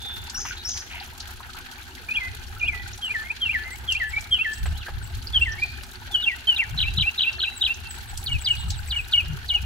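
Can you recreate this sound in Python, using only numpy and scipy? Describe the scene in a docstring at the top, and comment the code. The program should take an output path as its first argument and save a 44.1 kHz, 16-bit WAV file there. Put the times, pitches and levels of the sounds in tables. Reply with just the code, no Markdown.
"""A songbird strings whistled phrases together in a garden while a small waterfall splashes into a pond.
Farther birds whistle, buzz, chip and call, a pump drones, and gusts of wind thump on hand-held microphones.
Bird notes are near-sine tones gliding along pitch and level tables, with echoes; buzzes are shaken tones.
Water is banded noise with random drops, ringing bubbles and noise bursts; pump, wind and rasps are shaped noise."""
import sys
import numpy as np
from scipy import signal
from scipy.fft import rfft, irfft, next_fast_len
from scipy.io import wavfile
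from scipy.ndimage import uniform_filter1d

SR = 44100
rng = np.random.default_rng(int(sys.argv[2]) if len(sys.argv) > 2 else 0)


def wrap_up_sound(samples):
    """Save the sound to the file named by the first command line argument, as 16-bit audio."""
    columns = np.atleast_2d(samples).T
    # keep every value between -1 and 1, then stretch to whole-number steps
    tamed = np.clip(columns, -1, 1)
    steps = np.round(tamed * 32767).astype(np.int16)
    wavfile.write(sys.argv[1], SR, steps)


N = 425565


def gain_of(db):
    """Decibels to gain."""
    return 10 ** (np.asarray(db) / 20)


def evened(x):
    """Scales to rms 1."""
    return x / np.sqrt(np.mean(x ** 2) + 1e-20)


def read(points, hz):
    """Reads a table on a log-frequency axis."""
    f, value = np.transpose(points)
    return np.interp(np.log(hz + 1), np.log(f + 1), value)


def along(rows):
    """Reads the second column of a time table, sample by sample."""
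    s, value = np.transpose(rows)
    return np.interp(np.arange(N) / SR, s, value)


def add(mix, s, sound):
    """Mixes a sound in at time s."""
    part = mix[..., max(round(s * SR), 0):][..., :sound.shape[-1]]
    part += sound[..., :part.shape[-1]]


def coloured(x, gain):
    """Filters by multiplying the spectrum by gain(Hz)."""
    size = next_fast_len(x.shape[-1])
    spectrum = rfft(x, size) * gain(np.fft.rfftfreq(size, 1 / SR))
    return irfft(spectrum, size)[..., :x.shape[-1]]


def note(rows, overtones_db=(-60, -60)):
    """A near sine with faint second and third partials, following rows of t/s, f/Hz, level/dB."""
    s, hz, db = np.transpose(rows)
    t = np.arange(s[0], s[-1], 1 / SR)
    pitch = uniform_filter1d(np.interp(t, s, hz), 60)
    phase = 2 * np.pi * np.cumsum(pitch) / SR
    tone = np.sin(phase)
    for partial, partial_db in enumerate(overtones_db, 2):
        tone = tone + gain_of(partial_db) * np.sin(partial * phase)
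    edge = np.clip(np.minimum(t - t[0], t[-1] - t) / .0012, 0, 1)  # 1.2 ms ramps at both ends
    return np.sqrt(2) * gain_of(np.interp(t, s, db)) * tone * edge


def stirred(x, depth, per_s):
    """Moving air and leaves make a sound's level flicker; the average power stays."""
    flicker = uniform_filter1d(rng.standard_normal(x.shape[-1]), max(round(SR / per_s), 2))
    flicker = evened(uniform_filter1d(flicker, 100))
    return x * (1 + depth * flicker) / np.sqrt(1 + depth ** 2)


def garden(x, t60, first_s):
    """Scattered echoes from fences and trees: sparse taps of random sign, other ones for each port."""
    spacing = 22  # samples
    slots = np.arange(0, SR - spacing, spacing)
    at = slots + rng.integers(0, spacing, (2, len(slots)))
    taps = np.zeros((2, SR))
    np.put_along_axis(taps, at, rng.choice([-1., 1.], at.shape), 1)
    t = np.arange(SR) / SR
    taps *= gain_of(-60 * t / t60) * np.clip(t / first_s - 1, 0, 1)
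    taps /= np.linalg.norm(taps[0])
    return signal.fftconvolve(stirred(x, 2.8, 117)[None], taps, axes=1)[:, :N]


def ports(x, lean):
    """A quarter cycle late copy, added left and taken off right, shifts the phase between the ports."""
    late = lean * np.imag(signal.hilbert(x, next_fast_len(N))[:N])
    return np.array([x + late, x - late])


def spatter(per_s, spread_db, decay_s):
    """Envelope of drops landing at random, a few of them large, each dying away exponentially."""
    landing = rng.random(N) < per_s / SR
    size = gain_of(spread_db * np.minimum(rng.exponential(1, N), 4)) * landing
    power = signal.lfilter([1], [1, -np.exp(-2 / (decay_s * SR))], size ** 2)
    smooth = uniform_filter1d(uniform_filter1d(power, 130), 130)
    return evened(np.sqrt(abs(smooth)))


def spray():
    """Noise in overlapping bands; a drop sounds in two neighbouring bands, sharp ones tick in all."""
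    sharp, out = spatter(20, 3.8, .003), np.zeros((2, N))
    below = spatter(25, 3.0, 0.041)
    for hz in np.geomspace(250, 16000, 7):
        above = spatter(25, 3.4, 0.003 + 8 / hz)
        level = 1 + sharp * (hz / 40000) ** .5  # the ticks are strongest in the treble
        level = level + 0.64 * (below + above) + 0.066 * spatter(300, 1.7, 0.0013)
        octave = lambda f: np.cos(np.pi / 2 * np.clip(np.log2((f + 1) / hz), -1, 1))
        out += coloured(rng.standard_normal((2, N)) * evened(level), octave)
        below = above
    return out


def bubbles(per_s, low_hz, high_hz, cycles):
    """Trapped air rings in short rising tones; small bubbles ring higher and die sooner."""
    out = np.zeros(N)
    for hz in np.geomspace(low_hz, high_hz, 24):
        turns = np.arange(int(3 * cycles * SR / hz)) * hz / SR
        ring = np.sin(2 * np.pi * turns * (1 + 0.0047 * turns))
        ring *= np.exp(-turns / cycles) * (1 - np.exp(-turns))
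        size = gain_of(4.55 * np.minimum(rng.exponential(1, N), 4))
        size *= rng.random(N) < per_s / 24 / SR
        out += signal.oaconvolve(size, ring)[:N]
    return evened(out)


def waterfall():
    """Spray and bubbles: the ports share the lows, the right one late, and differ in the highs."""
    # spectrum of the falling water: f/Hz, density/dB per Hz, relative
    fall = [(150, -1.5), (244, -8.5), (321, -19), (376, -14), (555, -24), (837, -5), (1100, -15), (1550, 0),
            (2000, -9), (3300, -7.5), (3800, -9.5), (4250, -6.5), (5000, -14.5), (6500, -15.5), (8500, -21),
            (11000, -18), (14000, -20), (16000, -24.5)]
    # overall loudness: t/s, level/dB
    fall_db = [(0, -41.5), (5, -42.5), (9.65, -41.5)]
    # likeness of the ports: f/Hz, share of amplitude in common [0 to 1]
    likeness = [(200, 0.99), (700, 0.93), (1200, 0.34), (3000, 0.09), (8000, 0.17), (15000, 0.26)]
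    # phase by which the left port leads: f/Hz, lead/radians
    leads = [(100, -1), (950, 1.03), (1300, 0.86), (3000, 6.5), (7500, 6), (15000, 19)]
    # balance of the ports: f/Hz, left over right/dB
    tilt = [(200, -2), (700, 1.5), (2400, -1.5), (5000, -1), (9000, -2.5), (14000, 3)]
    shared, own = spray()
    froth = coloured(bubbles(500, 295.6, 11040, 6.2), lambda hz: (hz > 200) * (hz / 1500) ** 0.66)
    shared = evened(shared) + 0.54 * evened(froth)
    same = lambda hz: np.clip(read(likeness, hz), 0, 1)
    right = coloured(shared, lambda hz: same(hz) * np.exp(-1j * read(leads, hz)))
    right += coloured(evened(own), lambda hz: np.sqrt(1 - same(hz) ** 2))
    side = np.array([[.5], [-.5]])
    colour = lambda hz: gain_of(read(fall, hz) + side * read(tilt, hz)) * (hz > 150)
    return gain_of(along(fall_db)) * evened(coloured(np.array([shared, right]), colour))


def pump():
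    """Fuzzy low tones, narrow bands of noise that swell and sink, nearly alike at both ports."""
    # humming bands: f/Hz, width/Hz, relative level/dB
    drone = [(246, 21, 3), (364, 19.2, 4)]
    # swell of the hum: t/s, level/dB
    drone_db = [(0, -58), (1.8, -60), (2.4, -58.5), (4.3, -60.5), (4.7, -60), (5.9, -55), (6.5, -63.5),
                (7.5, -60), (9.65, -78)]
    bands = lambda hz: sum(gain_of(db) * np.exp(-((hz - f) / w) ** 2) for f, w, db in drone)
    hum, fuzz = evened(coloured(rng.standard_normal((2, N)), bands)) * gain_of(along(drone_db))
    return np.array([hum + 0.45 * fuzz, hum - 0.24 * fuzz])


def wind():
    """Lumpy pressure swings at the ports, as low noise; some gusts flutter faster."""
    # strength of the gusts: t/s, level/dB
    gusts = [(0, -41), (1.9, -47), (2.8, -36), (3.1, -45.5), (4.25, -38), (4.56, -44), (4.64, -23),
             (4.87, -38.5), (4.98, -29), (5.15, -35), (5.4, -31), (5.8, -40), (6.6, -46.5), (6.72, -28.5),
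             (7.02, -29), (7.12, -49), (8.1, -37.5), (8.37, -28.5), (8.46, -39.5), (8.7, -28.5),
             (9.15, -41), (9.27, -28.5), (9.52, -42), (9.65, -26.5)]
    # spectrum of the thumping: f/Hz, density/dB per Hz, relative
    wind_colour = [(18, -10), (54, -5), (70, 1), (90, -6), (123, -12.5), (163, -28.5), (300, -36)]
    # quicker buffeting: t/s, length/s, peak level/dB
    flutters = [(4.642, 0.14, -42), (6.703, 0.13, -30), (6.952, 0.08, -29), (8.623, 0.1, -32.5),
                (9.255, .15, -31.5), (9.598, 0.16, -37)]
    lumps = uniform_filter1d(uniform_filter1d(rng.standard_normal(N), 2000), 2000)
    lumps = evened(gain_of(2.0 * evened(lumps)))
    noise, flutter = rng.standard_normal((2, N)), np.zeros(N)
    low = evened(coloured(noise, lambda hz: gain_of(read(wind_colour, hz)) * (hz > 18) * (hz < 300)))
    upper = evened(coloured(noise[::-1], lambda hz: np.exp(-((hz - 130) / 50) ** 2)))
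    for s, length, db in flutters:
        add(flutter, s, gain_of(db) * np.hanning(round(length * SR)))
    middle, side = lumps * gain_of(along(gusts)) * low + flutter * upper
    return np.array([middle + .5 * side, middle - .5 * side])


def opening_whistle():
    """Two sine voices at once, the higher one 6 dB softer."""
    # t/s, low f/Hz, high f/Hz, low voice level/dB
    whistle_rows = np.array([(0, 3500, 3790, -50), (.03, 3500, 3770, -41), (.11, 3487, 3680, -38),
                             (0.172, 3500, 3730, -44), (.24, 3500, 3780, -52), (.31, 3480, 3670, -54)])
    return note(whistle_rows[:, [0, 1, 3]]) + gain_of(-6.0) * note(whistle_rows[:, [0, 2, 3]])


def splashes():
    """Loud single splashes: sharp bursts of noise, each brightest around one pitch, with a wet tail."""
    # t/s, peak level/dB, brightest f/Hz, spread/octaves
    splash_rows = [(.297, -26, 5550, 0.49), (.451, -24.5, 1250, 0.76), (0.508, -25.5, 1505, 0.088),
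                   (0.773, -23, 4100, 0.75), (0.999, -29.5, 4140, 0.3), (1.202, -25.5, 4600, 0.49),
                   (1.403, -31, 1060, 0.52), (2.563, -34.5, 1430, 0.12), (2.883, -37, 7500, 0.37),
                   (2.933, -33.5, 6100, 0.18), (2.976, -31, 4970, 1.1), (3.922, -24.5, 5700, 0.58),
                   (4.207, -32.5, 6440, 0.51), (4.533, -33, 5540, 0.45), (4.656, -23, 816, 1.65),
                   (4.864, -26.5, 1650, 0.15), (4.882, -27, 800, 1.6), (5.27, -23, 4640, 0.16),
                   (5.52, -32, 5540, 0.18), (5.833, -28.5, 2500, 1.7), (7.327, -28, 4380, 0.51),
                   (7.434, -27.5, 1540, 0.075), (7.741, -31.5, 5900, 0.27), (8.174, -22.5, 5870, 0.86),
                   (8.239, -31, 11000, 0.56), (8.703, -18.5, 4900, 0.68)]
    out, t = np.zeros((2, N)), np.arange(3000) / SR
    for s, db, hz, octaves in splash_rows:
        middle, side = rng.standard_normal((2, len(t)))
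        side = hz / 7000 * side  # brighter splashes sound wider
        envelope = (1 - np.exp(-t / 0.002)) * (np.exp(-t / (0.0028 + 3 / hz)) + 0.22 * np.exp(-t / 0.019))
        burst = np.array([middle + side, middle - side]) * envelope
        burst = coloured(burst, lambda f: 1 / (1 + (np.log2((f + 1) / hz) / octaves) ** 4))
        add(out, s, gain_of(db) * burst / abs(burst.mean(0)).max())
    return out


def buzz(length, hz, swing_hz, per_s, db):
    """Starts as a clean whistle; uneven shaking then widens it into a grainy rasp that fades."""
    t = np.arange(0, length, 1 / SR)
    depth = np.clip((t - .014) / 0.033, 0, 1)
    wobble, grain = evened(uniform_filter1d(rng.standard_normal((2, len(t))), 200))
    shake = np.sin(2 * np.pi * np.cumsum(per_s * (1 + 0.33 * wobble)) / SR)
    pitch = hz - 200 * (1 - depth) - 250 * t / length + swing_hz * depth * (shake + 0.137 * grain)
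    tone = np.sin(2 * np.pi * np.cumsum(pitch) / SR)
    level_db = db - 14 * (t / length) ** 2 + 3 * depth * grain
    edges = np.clip(t / 0.0068, 0, 1) * np.clip((length - t) / 0.019, 0, 1)
    return gain_of(level_db) * tone * (1 + 0.31 * depth * shake) * edges


def rasp(length, hz, width, db):
    """A faint hoarse call: a band of noise throbbing 90 times a second."""
    t = np.arange(0, length, 1 / SR)
    noise = coloured(rng.standard_normal(len(t)), lambda f: np.exp(-((f - hz) / width) ** 2))
    throb = 1 + .5 * np.sin(2 * np.pi * 90 * t)
    return gain_of(db - 6 * t / length) * evened(noise) * throb * signal.windows.tukey(len(t), .3)


def slur(s, length, from_hz, to_hz, db, loudest):
    """A straight glide that swells from 15 dB down and sinks back."""
    u, top = np.linspace(0, 1, 30), np.clip(loudest, .05, .95)
    away = np.where(u < top, 1 - u / top, (u - top) / (1 - top))
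    return np.transpose([s + length * u, from_hz + (to_hz - from_hz) * u, db - 15 * away ** 1.9])


def hold(s, length, from_hz, hz, drop_s, start_db, db, held_db,
         bend=1.355, loudest=.65, sag_db=-3.5, hover=0):
    """The pitch drops in a curve and stays; the level turns before the landing, settles and sags."""
    settle_s = 0.017
    t = np.linspace(0, length, 60)
    level_s = [0, loudest * drop_s, drop_s + settle_s, max(length, drop_s + 1.5 * settle_s)]
    level_db = np.interp(t, level_s, [start_db, db, held_db, held_db + sag_db])
    to_go = np.clip((1 - t / drop_s) / (1 - hover), 0, 1)  # hover: share of the drop spent at the top
    return np.transpose([s + t, hz + (from_hz - hz) * to_go ** bend, level_db])


def warble(s, gap_s, start_hz, peak_hz, peak_db, db, dip_s, dip_hz, dip_db, last_s, last_db, end_s):
    """Two quick arches of pitch, a dip, and a climb onto a last steady note."""
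    # W shape around the second peak: t/s, f/Hz, relative level/dB; the part before it is stretched
    warble_shape = [(-.027, 3080, -5), (-.021, 2740, -24), (-.015, 3036, 2), (-.008, 3830, -17),
                    (-.003, 3953, -3), (.003, 3900, -11), (.011, 3080, -1), (.017, 2600, -8.5)]
    shape_gap_s, last_hz = .035, 2709
    t, hz, shape_db = np.transpose(warble_shape)
    t = np.where(t < 0, t * gap_s / shape_gap_s, t)
    t = np.r_[-gap_s - .011, -gap_s, t, dip_s, last_s - 0.0159, last_s, end_s]
    hz = np.r_[start_hz, peak_hz, hz, dip_hz, .98 * last_hz, last_hz, last_hz]
    level_db = np.r_[peak_db - 4, peak_db, db + shape_db, dip_db, last_db - 12.5, last_db, last_db - 11]
    return np.transpose([s + t, hz, level_db])


def tew(s, dive_s, top_hz, start_db, dive_db, held_db, bell_s, bell_db, tail_s, tail_db, under_db):
    """A call of dive, bell note and tail, with a second voice sounding just before the bell note."""
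    bell_length = .03  # s
    bell, tail = bell_s - bell_length / 2, bell_s + bell_length / 2
    return [hold(s, bell, top_hz, 2880, dive_s, start_db, dive_db, held_db,
                 bend=1.8, loudest=0.92, sag_db=-10, hover=.2),
            slur(s + bell, bell_length, 2985, 2780, bell_db, 0.46),
            slur(s + tail - .004, tail_s - tail + 0.0049, 2730, 2405, tail_db, 0.5),
            slur(s + bell_s - .032, .027, 2346, 2163, under_db, .4)]


def singer():
    """The near bird's slurs, held notes, warbles and dives, with close and far echoes."""
    # second and third partial: level/dB
    overtones_db = (-43, -39)
    # lean to one port as the microphones turn: t/s, share [-1 to 1]
    lean = [(2, 0.9), (3.2, 0.66), (4.4, 0.57), (5.4, -0.64), (6.5, -0.72), (7.2, -0.59), (8.5, -0.7),
            (9.6, -0.45)]
    # plain slurs, up or down: t/s, length/s, from f/Hz, to f/Hz, level/dB, loudest at share of length
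    slurs = [(2.085, 0.014, 2436, 2400, -27, 0.57), (2.102, .03, 2450, 2540, -23, 0.71),
             (2.136, 0.026, 2690, 2870, -25.5, 0.8), (2.154, .014, 3130, 3400, -25, 0.61),
             (2.164, 0.025, 2560, 2280, -20.5, 0.23), (2.593, 0.016, 2880, 2700, -38, .5),
             (2.607, .018, 2480, 2380, -24.5, 0.69), (2.627, 0.028, 2410, 2556, -20, 0.33),
             (2.651, 0.029, 2670, 2900, -26.5, .5), (2.675, 0.0092, 3120, 3430, -26.5, 0.46),
             (2.68, 0.025, 2550, 2210, -19.5, 0.15), (3.016, 0.039, 3260, 3100, -28, 0.58),
             (3.038, 0.056, 3140, 2690, -25, .3), (3.091, 0.032, 2316, 2476, -23, 0.91),
             (3.237, 0.057, 2080, 2190, -36.5, 0.54), (3.295, 0.027, 2260, 2650, -23, 0.53),
             (3.408, 0.041, 3330, 2990, -22.5, 0.6), (3.443, 0.04, 2950, 2570, -22.5, 0.52),
             (3.488, 0.019, 2250, 2560, -20.5, 0.63), (3.507, 0.02, 2620, 2860, -22.5, .4),
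             (3.641, 0.055, 2026, 2100, -34.5, .5), (3.704, 0.059, 1920, 2290, -36, 0.18),
             (3.875, 0.035, 3420, 2950, -20.5, 0.67), (3.902, 0.038, 2970, 2630, -19, 0.43),
             (3.948, 0.022, 2330, 2600, -22.5, .35), (3.964, 0.023, 2650, 2840, -23.5, 0.27),
             (4.129, 0.034, 2240, 2270, -25.5, 0.36), (4.162, 0.023, 2213, 2405, -18, 0.45),
             (4.309, 0.028, 3220, 3235, -21, 0.63), (4.323, .052, 3280, 2760, -17, 0.18),
             (4.386, .024, 2460, 2590, -19.5, .55), (4.407, 0.027, 2700, 2705, -17.5, 0.35),
             (5.332, 0.058, 3495, 2870, -15.5, 0.67), (5.403, 0.018, 2400, 2680, -33, .7),
             (5.411, 0.033, 2700, 2760, -13.5, 0.5), (5.58, 0.024, 2120, 2380, -30, 0.53),
             (5.617, 0.029, 2354, 2494, -20, 0.55), (6.112, 0.035, 3570, 3370, -28.5, 0.8),
             (6.222, 0.026, 3930, 3160, -21, 0.95), (6.259, 0.033, 2725, 2756, -17, 0.66),
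             (6.471, .045, 3163, 2974, -13.5, 0.8), (6.508, 0.034, 2977, 2800, -19.5, 0.32),
             (6.537, 0.019, 2750, 2840, -26, 0.36), (6.562, 0.02, 4040, 3060, -20.5, 0.28),
             (6.58, 0.011, 2340, 2610, -25, 0.63), (6.588, 0.024, 2720, 2732, -16, 0.48),
             (6.602, 0.048, 2520, 1590, -23.5, 0.12), (7.842, 0.057, 2700, 2680, -37, 0.44)]
    # drops onto a held tone: t/s, length/s, from f/Hz, held f/Hz, drop/s, then start, turning
    # and held level/dB
    holds = [(2.201, 0.085, 2250, 2040, 0.021, -40, -29.5, -32.5),
             (2.718, 0.11, 2214, 1972, 0.028, -36, -32, -36),
             (3.138, .102, 2226, 1770, .028, -37, -24.5, -32.5),
             (3.532, .106, 2395, 1747, 0.039, -30, -21.5, -36),
             (3.999, 0.094, 2140, 1742, .04, -28, -23, -33),
             (4.444, 0.093, 2170, 1750, 0.026, -30, -23.5, -29.5),
             (5.457, .09, 2177, 1784, 0.032, -30, -28, -31.5),
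             (6.137, 0.092, 3450, 2918, 0.027, -27, -14.5, -25.5),
             (6.283, .06, 2556, 1927, .04, -21, -30.5, -33.5)]
    # warbles: second peak t/s, gap between peaks/s, start f/Hz, first peak f/Hz, its level/dB, level/dB,
    # dip after/s, dip f/Hz, dip level/dB, last note after/s, its level/dB, end after/s
    warbles = [(6.818, 0.031, 3770, 4170, -21.5, -17.5, .025, 2254, -27, 0.067, -19.5, 0.073),
               (7.013, 0.031, 3690, 4080, -21, -16, 0.021, 2275, -26.5, 0.069, -14.5, 0.083),
               (7.224, 0.035, 3640, 4090, -21, -15.5, 0.024, 2420, -26, 0.057, -15, 0.081),
               (7.431, 0.031, 4360, 4270, -25.5, -17, .026, 2405, -28, .053, -19.5, 0.061),
               (7.655, 0.034, 3660, 3910, -21, -16.5, 0.029, 2410, -29, 0.052, -18.5, 0.074)]
    # dive, bell, tail: t/s, dive/s, top f/Hz, start, landing and held level/dB, bell after/s, its level/dB,
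    # tail end after/s, its level/dB, second voice level/dB
    tews = [(8.261, 0.031, 4450, -24, -29, -40, 0.066, -20, 0.11, -26.5, -35),
            (8.446, 0.041, 4800, -22, -19.5, -48, 0.066, -14.5, 0.11, -34, -34),
            (8.897, 0.036, 4690, -28, -24, -33, .075, -18, 0.11, -22.5, -31.5),
            (9.114, 0.032, 4640, -37, -10.5, -20, .069, -12.5, 0.1, -20, -29.5),
            (9.478, 0.036, 4640, -37, -16.5, -28, 0.076, -12, .112, -29, -33)]
    # some pitches carry better than others along the path: f/Hz, added level/dB
    carry = [(1700, -1), (2050, -0.8), (2250, -3), (2430, -0.5), (2570, -5), (2740, -1.26), (2930, -5),
             (3150, 0.3), (3500, -6.5), (3900, 1), (4600, -9)]
    # echoes off ground and rocks: late/s, left level/dB, right level/dB before it is halved and inverted
    near = [(.0031, -32, -17), (.0068, -6, -12.5), (.011, -7, -25)]
    notes = [slur(*r) for r in slurs] + [hold(*r) for r in holds] + [warble(*r) for r in warbles]
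    notes += [part for r in tews for part in tew(*r)]
    song = np.zeros(N)
    for s, hz, db in map(np.transpose, notes):
        tone = note(np.transpose([s, hz, db + read(carry, hz)]), overtones_db)
        add(song, s[0], stirred(tone, .15, 194))
    dull = coloured(song, lambda f: 1 / (1 + (f / 4900) ** 4))  # echoes from far off are duller
    out = ports(song, along(lean)) + gain_of(-11.0) * garden(dull, 0.67, 0.0018)
    for late, *db in near:
        add(out, late, gain_of(db)[:, None] * [[1], [-.5]] * song)
    return out


def chips():
    """A small bird's chips: one quick falling tone, repeated at different levels."""
    # t/s, level/dB
    chip_times = [(3.037, -42), (3.708, -38), (4.076, -39.5), (4.307, -44), (4.516, -38.5), (4.644, -38.5),
                  (5.02, -38.5), (5.4, -40.5), (7.553, -33), (7.886, -34), (8.076, -39.5), (8.186, -44),
                  (8.308, -40), (8.398, -35), (8.494, -36), (8.583, -38), (8.672, -39), (8.759, -38.5),
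                  (8.862, -38.5), (8.952, -42)]
    # one chip: t/s, f/Hz, relative level/dB
    chip_shape = [(-.004, 10180, -25), (.004, 8880, -16.5), (.016, 7940, -9), (.025, 7750, -4),
                  (.036, 7170, -18)]
    out = np.zeros(N)
    for s, db in chip_times:
        add(out, s + chip_shape[0][0], gain_of(db) * note(chip_shape, (-12, -60)))
    return out


def far_calls():
    """A far bird's calls: sines that arch up and down."""
    # per call, rows of t/s, f/Hz, level/dB before distance
    call_rows = [
        [(4.73, 2760, -50), (4.76, 3100, -47), (4.78, 4030, -44), (4.8, 3900, -53), (4.823, 2830, -35),
         (4.85, 2300, -60)],
        [(8.7, 3580, -53), (8.72, 4100, -45), (8.75, 3560, -46), (8.78, 2500, -51)],
    ]
    out = np.zeros(N)
    for rows in call_rows:
        add(out, rows[0][0], note(rows))
    return out


def distant_birds():
    """Whistle, buzzes, rasps, chips and far calls, blurred by flicker and scattered echoes."""
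    # whistles shaken in pitch: t/s, length/s, centre f/Hz, swing/Hz, shakes per s, level/dB
    buzz_rows = [(0.343, 0.18, 5820, 730, 260, -31), (0.645, 0.19, 5710, 736, 260, -29.5)]
    # faint hoarse calls: t/s, length/s, centre f/Hz, width/Hz, level/dB
    rasp_rows = [(.45, .1, 2400, 900, -41), (.56, .07, 3900, 500, -42), (.89, .17, 2500, 900, -41),
                 (5.58, .19, 4300, 700, -47), (8.56, .09, 3700, 700, -43)]
    low, high, far = np.zeros(N), chips(), far_calls()
    add(low, 0, opening_whistle())
    for s, *rest in buzz_rows:
        add(high, s, buzz(*rest))
    for s, *rest in rasp_rows:
        add(low, s, rasp(*rest))
    out = ports(low, 0.96)
    out += ports(stirred(high, 0.18, 280), 0.73) * gain_of([[1.5], [-1.5]])  # a little to the left
    out += gain_of(-5.0) * garden(low + high, 0.35, 0.0075)
    return out + 0.85 * stirred(far, 0.35, 150) + garden(far, 0.15, 0.0018)


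def scene():
    """Water, pump, wind and birds together."""
    return waterfall() + pump() + wind() + distant_birds() + splashes() + singer()


def record(dry):
    """The band limit: a steep low-pass at 15.8 kHz."""
    low_pass = signal.firwin(511, 15800, window=("kaiser", 9), fs=SR)
    return signal.oaconvolve(dry, low_pass[None], "same")


dry = scene()
out = record(dry)
wrap_up_sound(out)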